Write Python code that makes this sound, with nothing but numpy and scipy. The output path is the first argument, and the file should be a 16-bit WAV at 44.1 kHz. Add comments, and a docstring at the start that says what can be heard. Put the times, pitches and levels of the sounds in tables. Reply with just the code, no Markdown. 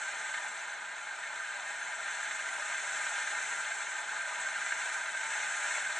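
"""Steam from an electric pressure cooker

An electric pressure cooker comes up to pressure in a room, close to the microphones.
Wet turbulence sputters through the valve and rings the lid cavities; a jet at the gap hisses above it.
Condensate drops give short puffs, and once a faint pitch swells and fades as it rises.
Early echoes comb the treble, filtered noise rumbles as boiling water, and a decaying noise tail is the room.
"""
import sys
import numpy as np
from scipy import signal
from scipy.fft import rfft, irfft
from scipy.io import wavfile

SR = 44100
rng = np.random.default_rng(int(sys.argv[2]) if len(sys.argv) > 2 else 0)


def store_wav(level_fs):
    """Save 16-bit WAV to argv[1]."""
    pcm = np.round(np.clip(np.atleast_2d(level_fs), -1, 1) * 32767)
    wavfile.write(sys.argv[1], SR, pcm.T.astype(np.int16))


N = 264466
TIME = np.arange(N) / SR  # s
FREQ = np.maximum(np.arange(N // 2 + 1) * SR / N, 1)  # Hz, kept above 0 for the logarithms
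OPPOSED = np.array([[1], [-1]])  # signs of a side signal at the left and right microphones


def undb(db):
    """Amplitude ratio: 20 dB is a factor of ten."""
    return 10 ** (np.asarray(db) / 20)


def unit(x):
    """Normalization to an rms of 1."""
    return x / np.sqrt(np.mean(x ** 2))


def shape(x, response):
    """Linear filtering: the spectrum is multiplied by a frequency response."""
    return irfft(rfft(x) * response, N)


def along(points):
    """Interpolation of (frequency [Hz], value) points on a logarithmic frequency axis."""
    hz, value = np.transpose(points)
    return np.interp(np.log(FREQ), np.log(hz), value)


def colour(points):
    """Spectral envelope: gain through (frequency [Hz], level [dB]) points."""
    return undb(along(points))


def below(hz):
    """Power-complementary crossover: the share of the power under a steep edge."""
    return 1 / (1 + (FREQ / hz) ** 20)


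def causal(gain):
    """Minimum phase: folding the cepstrum makes a resonance ring only after it is struck."""
    cepstrum = irfft(np.log(gain + 1e-9), N)
    fold = 1 + np.sign(N / 2 - np.arange(N)) * (TIME > 0)
    return np.exp(rfft(cepstrum * fold))


def walk(rate_hz):
    """Low-pass noise: a random wander of rms 1 with little motion above the given rate."""
    return unit(shape(rng.standard_normal(N), 1 / (1 + (FREQ / rate_hz) ** 4)))


def lid():
    """Modal superposition: the powers of steep-sided cavity resonances add to a broad colour."""
    # resonances of the lid cavities: (frequency [Hz], full width at -6 dB [Hz], relative level [dB])
    lid_modes = [(593.6, 35, -17.5), (659.7, 89, -13), (801, 91, -11.5), (855, 78, -9.5), (968, 55, -8.5),
                 (1045, 140, -15.5), (1237, 67, -8.5), (1392.5, 60, -3.5), (1447, 100, -8), (1559, 84, 0.5),
                 (1646, 80, -2), (1813, 115, -5), (2001, 67, -8), (2118, 92, -8), (2177, 46, -7.5),
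                 (2349, 89, -10.5), (2413, 120, -15.5), (2525, 78, -15), (2618, 47, -12.5), (2770, 76, -17),
                 (2900, 84, -18.5), (3098, 104, -16), (3470, 116, -18), (3667, 135, -19.5), (3953, 85, -21),
                 (4370, 60, -26)]
    # resonances of the small valve housing: (frequency [Hz], full width at -6 dB [Hz], relative level [dB])
    valve_modes = [(5770, 180, -22), (6280, 59, -13), (6480, 50, -16.5), (6675, 120, -14.5),
                   (7080, 130, -22), (7490, 75, -11), (7692, 99, -10.5), (9190, 71, -22.5)]
    # broad colour of the steam between the resonances: (frequency [Hz], relative level [dB])
    steam_colour = [(150, -50), (490, -26.5), (540, -39), (1100, -27), (2300, -30), (3300, -24),
                    (4300, -21.5), (4700, -35), (5750, -26), (7100, -22), (8500, -23.5), (9300, -31.5),
                    (9650, -39.5), (11000, -42)]
    power = colour(steam_colour) ** 2
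    for hz, width, db in [*lid_modes, *valve_modes]:
        detuning = 2 * (FREQ - hz) / width
        power = power + undb(db) ** 2 / (1 + detuning ** 2) ** 2
    return causal(np.sqrt(power))


def sputter(rate_hz=170, spread_db=2.0, length_s=0.0022):
    """Shot process: water films break at random, each a burst of decaying power; the mean is 1."""
    chance = rng.random(N)
    size = np.minimum(rng.exponential(size=N), 4)
    bursts = (chance < rate_hz / SR) * undb(spread_db * size) ** 2
    power = signal.lfilter([1], [1, -np.exp(-1 / (length_s * SR))], bursts)
    return power / power.mean()


def wet_flow(response, level_db, wet, flutter_db, flutter_hz):
    """Source and filter: turbulence, sputtering in its wet share of power, rings the lid."""
    envelope = np.sqrt(1 - wet + wet * sputter())
    flutter = undb(flutter_db * walk(flutter_hz))
    drive = rng.standard_normal(N) * envelope * flutter
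    return unit(shape(drive, response)) * undb(level_db)


def jet(response, level_db, flutter_db=0.8, flutter_hz=35):
    """Jet noise: steady turbulence at the valve gap makes a smoother hiss."""
    drive = rng.standard_normal(N) * undb(flutter_db * walk(flutter_hz))
    return unit(shape(drive, response)) * undb(level_db)


def spits(response, gain_db=-6, decay_s=0.0069):
    """Transient excitation: each larger drop gives a decaying puff of noise to the same resonances."""
    # drops of condensate spat through the valve: (time [s], relative peak level [dB])
    drops = [(0.34, -23), (1.334, -40), (2.31, -27), (3.067, -25), (3.525, -28.5), (3.604, -29),
             (4.664, -25), (4.722, -24), (5.06, -25.5), (5.335, -25.5), (5.781, -25)]
    puffs = np.zeros(N)
    for start, db in drops:
        puffs += undb(db) * (TIME >= start) * np.exp(-np.abs(TIME - start) / decay_s)
    return undb(gain_db) * shape(rng.standard_normal(N) * puffs, unit(np.abs(response)))


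def whistle(peak_s=5.28, swell_s=0.05, hz=890, rise_hz_per_s=150, level_db=-47, waver_hz=6):
    """Frequency modulation: the steam briefly catches a faint, wavering pitch that rises."""
    since = TIME - peak_s
    pitch = hz + rise_hz_per_s * since + waver_hz * walk(34)
    tone = unit(np.sin(2 * np.pi * np.cumsum(pitch) / SR))
    return tone * undb(level_db) * np.exp(-(since / swell_s) ** 2 / 2)


def surfaces(x, echo_db=-8, decay_s=0.012, above_hz=3300, count=60):
    """Comb filtering: small hard surfaces nearby throw back the short waves."""
    lag = rng.uniform(.002, .04, count)  # s
    size = rng.standard_normal(count)
    echoes = np.bincount((lag * SR).astype(int), size * np.exp(-lag / decay_s), N)
    share = undb(echo_db) * np.sqrt(1 - below(above_hz))
    reflected = rfft(echoes) / np.linalg.norm(echoes)
    return shape(x, (1 + share * reflected) / np.sqrt(1 + share ** 2))


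def microphones(x, pan_db=-0.17):
    """Interaural phase and level: the direct sound leads, and is slightly louder, on the left."""
    # phase by which the left microphone leads: (frequency [Hz], phase [rad])
    left_lead = [(100, 0), (350, 1), (600, 0.7), (1500, 0.19), (4000, 0.36), (9000, 0.053)]
    halves = OPPOSED / 2
    return shape(x, np.exp(1j * halves * along(left_lead)) * undb(-pan_db * halves))


def room(x, t60_s=0.31, mid_db=-2, side_db=0):
    """Diffuse reverberation: decaying noise tails, one shared by the microphones and one opposed."""
    # spectrum of the room sound, before the mid and side gains: (frequency [Hz], relative level [dB])
    room_share = [(300, -5), (500, -10.5), (700, -12), (1500, -14.5), (3000, -13.5), (4200, -20.5),
                  (4800, -4.5), (6200, -15.5), (9000, -12)]
    tails = rng.standard_normal((2, N)) * undb(-60 * TIME / t60_s)
    response = rfft(tails) / np.linalg.norm(tails, axis=1, keepdims=True)
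    mid, side = shape(x, colour(room_share) * response)
    return undb(mid_db) * mid + undb(side_db) * side * OPPOSED


def boil(level_db, side_db=-5, swell_db=1.5, swell_hz=6):
    """Transmission through a wall: boiling is heard as muffled, wide noise that slowly swells."""
    # water boiling behind the pot wall: (frequency [Hz], relative level [dB])
    boil_colour = [(60, -30), (130, -10), (175, 2), (240, -1.5), (330, -4), (480, 0), (800, -20),
                   (3000, -60)]
    mid, side = shape(rng.standard_normal((2, N)), colour(boil_colour))
    rumble = unit(mid + undb(side_db) * side * OPPOSED)
    return rumble * undb(level_db + swell_db * walk(swell_hz))


def room_air(air_db=-76.5, hum_hz=50, hum_db=-100, apart_hz=260):
    """Spatial coherence: background air is alike on both sides in the bass; a trace of mains hum is added."""
    # still air of the room: (frequency [Hz], relative level [dB])
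    air_colour = [(20, -17), (50, -9), (90, -4), (130, 2.5), (175, -1), (400, 1), (600, -2), (2000, -16),
                  (10000, -27)]
    mid, side = shape(rng.standard_normal((2, N)), colour(air_colour))
    side = shape(side, FREQ / np.hypot(FREQ, apart_hz))
    hum = unit(np.sin(2 * np.pi * hum_hz * TIME))
    return undb(air_db) * unit(mid + side * OPPOSED) + undb(hum_db) * hum


def scene(burble_top_hz=1300, flow_top_hz=4900):
    """Common excitation: one steam flow drives burble, rush, jet and boiling, the steam split into bands."""
    # steam flow, which sags and surges as the pot heats: (time [s], level about the usual flow [dB])
    steam_flow = [(0.0, -0.5), (0.44, -1.4), (0.92, -6), (1.72, -2.0), (2.0, -2.0), (2.1, 0.5),
                  (2.52, 0.15), (3.02, 4.0), (4.24, -0.95), (4.32, 1), (4.38, 1.2), (4.9, 2.5), (5.1, -0.8),
                  (5.34, 4), (5.54, 3.5), (5.76, 5.5), (5.86, 2.1), (6.0, 3.0)]
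    flow_db = np.interp(TIME, *np.transpose(steam_flow))
    path, low, middle = lid(), below(burble_top_hz), below(flow_top_hz)
    # each level is a base [dB] plus a growth [dB per dB of flow];
    # the jet grows fastest, so a surge is brighter as well as louder
    burble = wet_flow(path * np.sqrt(low), -46.0 + 0.47 * flow_db,
                      wet=0.26, flutter_db=0.86, flutter_hz=16)
    rush = wet_flow(path * np.sqrt(np.abs(middle - low)), -38.5 + 0.63 * flow_db,
                    wet=0.26, flutter_db=0.31, flutter_hz=45)
    hiss = jet(path * np.sqrt(1 - middle), -47.3 + 1.06 * flow_db)
    steam = burble + rush + hiss + spits(path * middle) + whistle()
    direct = microphones(surfaces(steam))
    return direct + room(steam) + boil(-72.3 + 0.5 * flow_db) + room_air()


def record(dry, top_hz=11000):
    """Band limiting: an elliptic low-pass (0.2 dB ripple, 80 dB stopband) cuts the top steeply."""
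    return signal.sosfilt(signal.ellip(12, .2, 80, top_hz, fs=SR, output="sos"), dry)


dry = scene()
out = record(dry)
store_wav(out)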